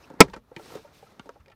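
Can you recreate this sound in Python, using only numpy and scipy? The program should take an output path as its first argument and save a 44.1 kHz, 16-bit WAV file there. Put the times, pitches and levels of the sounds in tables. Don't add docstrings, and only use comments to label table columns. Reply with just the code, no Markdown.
import sys
import numpy as np
from scipy import signal
from scipy.fft import rfft, irfft
from scipy.io import wavfile
from scipy.ndimage import uniform_filter1d

SR = 44100
rng = np.random.default_rng(int(sys.argv[2]) if len(sys.argv) > 2 else 0)


def bounce(signal):
    frames = np.transpose(np.atleast_2d(signal))
    limited = np.clip(frames, -1, 1)
    pcm = np.round(limited * 32767).astype(np.int16)
    wavfile.write(sys.argv[1], SR, pcm)


def voltage_ratio(decibels):
    exponent = np.asarray(decibels, float) / 20
    return 10 ** exponent


N = 68355

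# freq_hz, density_db [dB per Hz]
CAB_SPECTRUM = [(15, -38), (25, -3), (90, -5.5), (154, -13), (769, -33), (1310, -29.5), (1720, -43),
                (3830, -42), (15000, -71.5)]
# freq_hz, density_db [dB per Hz]
SKIN_SPECTRUM = [(130, 3.5), (400, 5), (800, 1.5), (1400, -1), (2500, -9.5), (5000, -11), (9000, -20),
                 (15000, -22.5)]
# time_s, level_db, roughness_db
SLIDE_MOVES = [(0, -64.5, -0.5), (.06, -66, 1), (.19, -74, 9), (.3, -67, -1.7), (0.381, -70.5, -1),
               (.41, -82, -3), (.55, -72.5, 4), (.6, -60.5, -3), (.7, -55.5, -6.5), (0.774, -56.5, 2),
               (.8, -62.5, -8), (.91, -72, 3), (.95, -61.5, -8), (1.019, -64.5, -5), (1.13, -69, 1),
               (1.161, -72.5, 1), (1.269, -69.5, -2.2), (1.55, -86, 3)]
# start_s, peak_db, ring_hz, edge_db, edge_hz
HAND_KNOCKS = [(.100, -32.5, 279, -7, 920), (.107, -35.5, 280, -22, 1500), (.137, -32.5, 233, -13, 780),
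               (.170, -40.5, 198.9, -19.5, 782), (.514, -34.5, 495, -28, 1500),
               (.593, -34, 613, -24.5, 2524), (.700, -41.5, 920, -15, 1500), (.752, -29, 268, 1, 506),
               (.790, -42.5, 578, -5.5, 1473), (.846, -37.5, 599, -15.5, 1280), (.960, -52.5, 170, -7, 800),
               (1.025, -37.5, 569, -34, 1320), (1.064, -48.5, 1300, -17, 600), (1.119, -46.5, 150, -5, 498),
               (1.257, -40, 293, -2, 596), (1.268, -47, 451, -2.5, 820), (1.356, -40.5, 594, -27.5, 2422),
               (1.399, -46, 71, -11.5, 1200), (1.472, -49.5, 520, -10, 1480)]
# start_s, peak_db, ring_hz, edge_db, edge_hz
PLASTIC_TICKS = [
    (.2985, -46.5, 1210, -0.5, 3900),
    (.3635, -31.5, 292, -5.5, 1121),
    (.5635, -33, 175, 3, 2650),
    (.5665, -39, 935, -11, 2920),
    (.6585, -43, 500, -9, 5550),
    (1.1945, -32.5, 217, -3.5, 735),
    (1.1955, -37.5, 1180, -3, 2900),
    (1.2915, -31, 568.4, -4, 1260),
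    (1.4595, -55.5, 505, 5.5, 2340),
    (1.4815, -49, 513, 3.5, 2250),
]
# start_s, peak_db, ring_hz, edge_db, edge_hz
EDGE_SCRAPES = [
    (.281, -38, 222, -9, 1520),
    (.3335, -31, 986, -9, 2130),
    (.336, -40, 445, -5, 4010),
    (.369, -46.5, 600, -2.5, 1520),
    (.719, -40.5, 517, -4.5, 1200),
    (.873, -51.5, 1400, -9, 1340),
    (1.403, -56.5, 1212, -4.5, 2470),
    (1.499, -50.5, 682, -6, 2810),
    (1.516, -50.5, 1270, -5, 2820),
]
# freq_hz, level_db, t60_s
PANEL_MODES = [(227.3, -9.5, 0.13), (296.4, -0.5, 0.088), (482, 0.5, .056), (657, 0.5, 0.05),
               (867, -7, 0.034), (1014.7, -3, 0.035), (1317, -2, .036), (1717, -8, 0.024),
               (1985, -6, 0.013), (2159, 0, .031), (2488, -2, 0.039), (3127, -7, 0.018), (3748, -11, 0.031),
               (5240, -10.5, 0.031)]

RUMBLE_DB = -61
ECHO_T60_S, ECHO_DB, ECHO_TOP_HZ = 0.034, -11.5, 4630
CREAK_START_S, CREAK_LEN_S, CREAK_HZ, CREAK_DB = 0.027, 0.028, 2650, -55
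BRIGHTEN = 0.077
KNOCK_T60_S, TICK_T60_S = .045, 0.033
SPREAD_OCT = 0.58
SNAP_S, SNAP_DB, SNAP_PUSH_S = .2049, 10, 0.001
SLIP_S, SLIP_DB = .016, -39
MODE_SPLIT = 0.064
DRIVE_DB, DRIVE_S = 12.5, 0.019
CRACK_DB, CRACK_T60_S = 3.5, 0.018
HISS_DB, HISS_T60_S = -36, 0.093
TAIL_DB, TAIL_T60_S = -24.5, 0.12
FLOP_HZ, FLOP_DB, FLOP_T60_S = 81, -42, .45


def unit(x):
    return x / np.sqrt(np.mean(x ** 2))


def colour(x, spectrum):
    hz, db = np.array(spectrum, float).T
    f = np.maximum(np.fft.rfftfreq(len(x), 1 / SR), 1)
    return irfft(rfft(x) * voltage_ratio(np.interp(np.log(f), np.log(hz), db)), len(x))


def band(x, lo_hz, hi_hz):
    edges = [lo_hz, min(hi_hz, .45 * SR)]
    return signal.sosfilt(signal.butter(2, edges, "band", fs=SR, output="sos"), x)


def band_noise(n, lo_hz, hi_hz):
    return unit(band(rng.standard_normal(n), lo_hz, hi_hz))


def fade(t, t60):
    return np.exp(-np.log(1000) * t / t60)


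def walk(rate_hz):
    k = int(SR / rate_hz)
    held = np.repeat(rng.standard_normal(N // k + 1), k)
    return unit(uniform_filter1d(held, k)[:N])


def add(out, x, at_s):
    i = int(at_s * SR)
    out[i:i + len(x)] += x[:len(out) - i]


def ring(t, modes):
    return sum(voltage_ratio(db) * np.sin(2 * np.pi * hz * t) * fade(t, t60) for hz, db, t60 in modes)


def cab_rumble():
    return unit(colour(rng.standard_normal(N), CAB_SPECTRUM)) * voltage_ratio(RUMBLE_DB + 0.5 * walk(19))


def cab_echo(dry):
    t = np.arange(SR // 4) / SR
    echo = band(rng.standard_normal(len(t)), 220, ECHO_TOP_HZ) * fade(t, ECHO_T60_S)
    echo = echo * (t > .002)
    return voltage_ratio(ECHO_DB) * signal.fftconvolve(dry, echo / np.sqrt(np.sum(echo ** 2)))[:N]


def pin_creak():
    progress = np.clip((np.arange(N) / SR - CREAK_START_S) / CREAK_LEN_S, 0, 1)
    squeak = sum(voltage_ratio(db) * band_noise(N, k * CREAK_HZ * 0.92, k * CREAK_HZ * 1.09)
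                 for k, db in ((1, -4), (2, -9.5)))
    return voltage_ratio(CREAK_DB + 1.8 * walk(194)) * np.sin(np.pi * progress) ** 0.16 * squeak


def skin_specks():
    return colour(rng.standard_normal(N) * voltage_ratio(1.9 * rng.exponential(size=N)), SKIN_SPECTRUM)


def sliding_hands():
    t = np.arange(N) / SR
    time_s, level_db, roughness_db = np.array(SLIDE_MOVES, float).T
    db = np.interp(t, time_s, level_db)
    rough_db = np.interp(t, time_s, roughness_db)
    low = sum(band(skin_specks(), hz, hz * 1.5) * voltage_ratio(walk(58)) for hz in 87 * 1.5 ** np.arange(8))
    high = np.zeros(N)
    for hz in 2200 * 1.5 ** np.arange(5):
        tilt_db = BRIGHTEN * (db + 62.5) * np.log2(hz / 2200)
        high += band(skin_specks(), hz, hz * 1.4) * voltage_ratio(1.5 * walk(60) + tilt_db)
    return voltage_ratio(db + 0.5) * (high + voltage_ratio(rough_db) * low) / np.std(high)


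def panel_taps(rows, t60, contact_s, gain_db, top_db, reach):
    t, out = np.arange(SR // 6) / SR, np.zeros(N)
    contact = np.exp(-(t / contact_s) ** 2) * (1 - np.exp(-t / (.15 * contact_s)))
    for start_s, peak_db, hz, edge_db, edge_hz in rows:
        detune, uneven, grit, edge_noise, top_noise = rng.standard_normal((5, len(t)))
        modes = [(hz, 0, t60)]
        for k, (f, _, decay) in enumerate(PANEL_MODES):
            near_db = -7 - 3 * (np.log2(f / hz) / SPREAD_OCT) ** 2 + 2 * uneven[k]
            modes.append((f * (1 + 0.096 * detune[k]), near_db, decay * 1.8))
        impacts = contact * grit ** 3
        body = band(signal.fftconvolve(ring(t, modes), impacts)[:len(t)], hz / 2, hz * reach)
        edge = unit(band(edge_noise, edge_hz / 1.4, edge_hz * 1.2))
        edge = edge + voltage_ratio(top_db) * unit(band(top_noise, edge_hz, 6700))
        click = edge * (contact + 0.66 * fade(t, t60)) / 2
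        tap = body / np.abs(body).max() + voltage_ratio(edge_db) * click
        add(out, voltage_ratio(peak_db + gain_db) * tap, start_s)
    return out


def clip_snap():
    t, out = np.arange(SR // 2) / SR, np.zeros(N)
    n = len(t)
    push = np.exp(-t[:1000] / SNAP_PUSH_S) * rng.standard_normal(1000) * (rng.random(1000) < .05)
    push[0] = -9
    modes = [(hz * (1 + MODE_SPLIT * side), db - 11 * abs(side), t60)
             for hz, db, t60 in PANEL_MODES for side in (-1, 0, 1)]
    body = band(signal.fftconvolve(ring(t, modes), push)[:n], 170, 14000)
    drive = voltage_ratio(DRIVE_DB * np.exp(-(t / DRIVE_S) ** 2))
    crack = band_noise(n, 1900, 8000) * fade(t, CRACK_T60_S)
    hiss = band_noise(n, 1200, 5600) * fade(t, HISS_T60_S)
    tail = band_noise(n, 100, 500) * fade(t, TAIL_T60_S) * np.clip(t / 0.011, 0, 1) ** 2
    flop = band_noise(n, FLOP_HZ * 0.37, FLOP_HZ * 0.59) * fade(t, FLOP_T60_S)
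    flop = flop * (1 - np.exp(-t / 0.043))
    burst = body / np.abs(body).max() * drive + voltage_ratio(CRACK_DB) * crack / 2
    burst = burst + voltage_ratio(HISS_DB) * hiss + voltage_ratio(TAIL_DB) * tail + voltage_ratio(FLOP_DB) * flop
    add(out, voltage_ratio(SNAP_DB) * burst, SNAP_S)
    slip_t = t[t < SLIP_S]
    slip = slip_t / SLIP_S * band_noise(len(slip_t), 200, 1100)
    add(out, voltage_ratio(SLIP_DB) * slip, SNAP_S - SLIP_S)
    return out


def scene():
    struck = clip_snap()
    struck += panel_taps(HAND_KNOCKS, KNOCK_T60_S, contact_s=.006, gain_db=-2.5, top_db=-14, reach=2.5)
    struck += panel_taps(PLASTIC_TICKS, TICK_T60_S, contact_s=.0025, gain_db=-1.14, top_db=-12, reach=2.3)
    struck += panel_taps(EDGE_SCRAPES, TICK_T60_S, contact_s=.0098, gain_db=0.5, top_db=-10.5, reach=2.2)
    cab = cab_echo(struck) + cab_rumble()
    return (struck + cab + sliding_hands() + pin_creak())[None]


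def top_cut(x):
    return signal.sosfilt(signal.butter(12, 15480, fs=SR, output="sos"), x)


def record(dry):
    x = signal.sosfilt(signal.butter(1, 72, "high", fs=SR, output="sos"), dry)
    x = x + voltage_ratio(-83.5) * band_noise(N, 9200, 16000)
    return top_cut(np.clip(x, -1, 1))


dry = scene()
out = record(dry)
bounce(out)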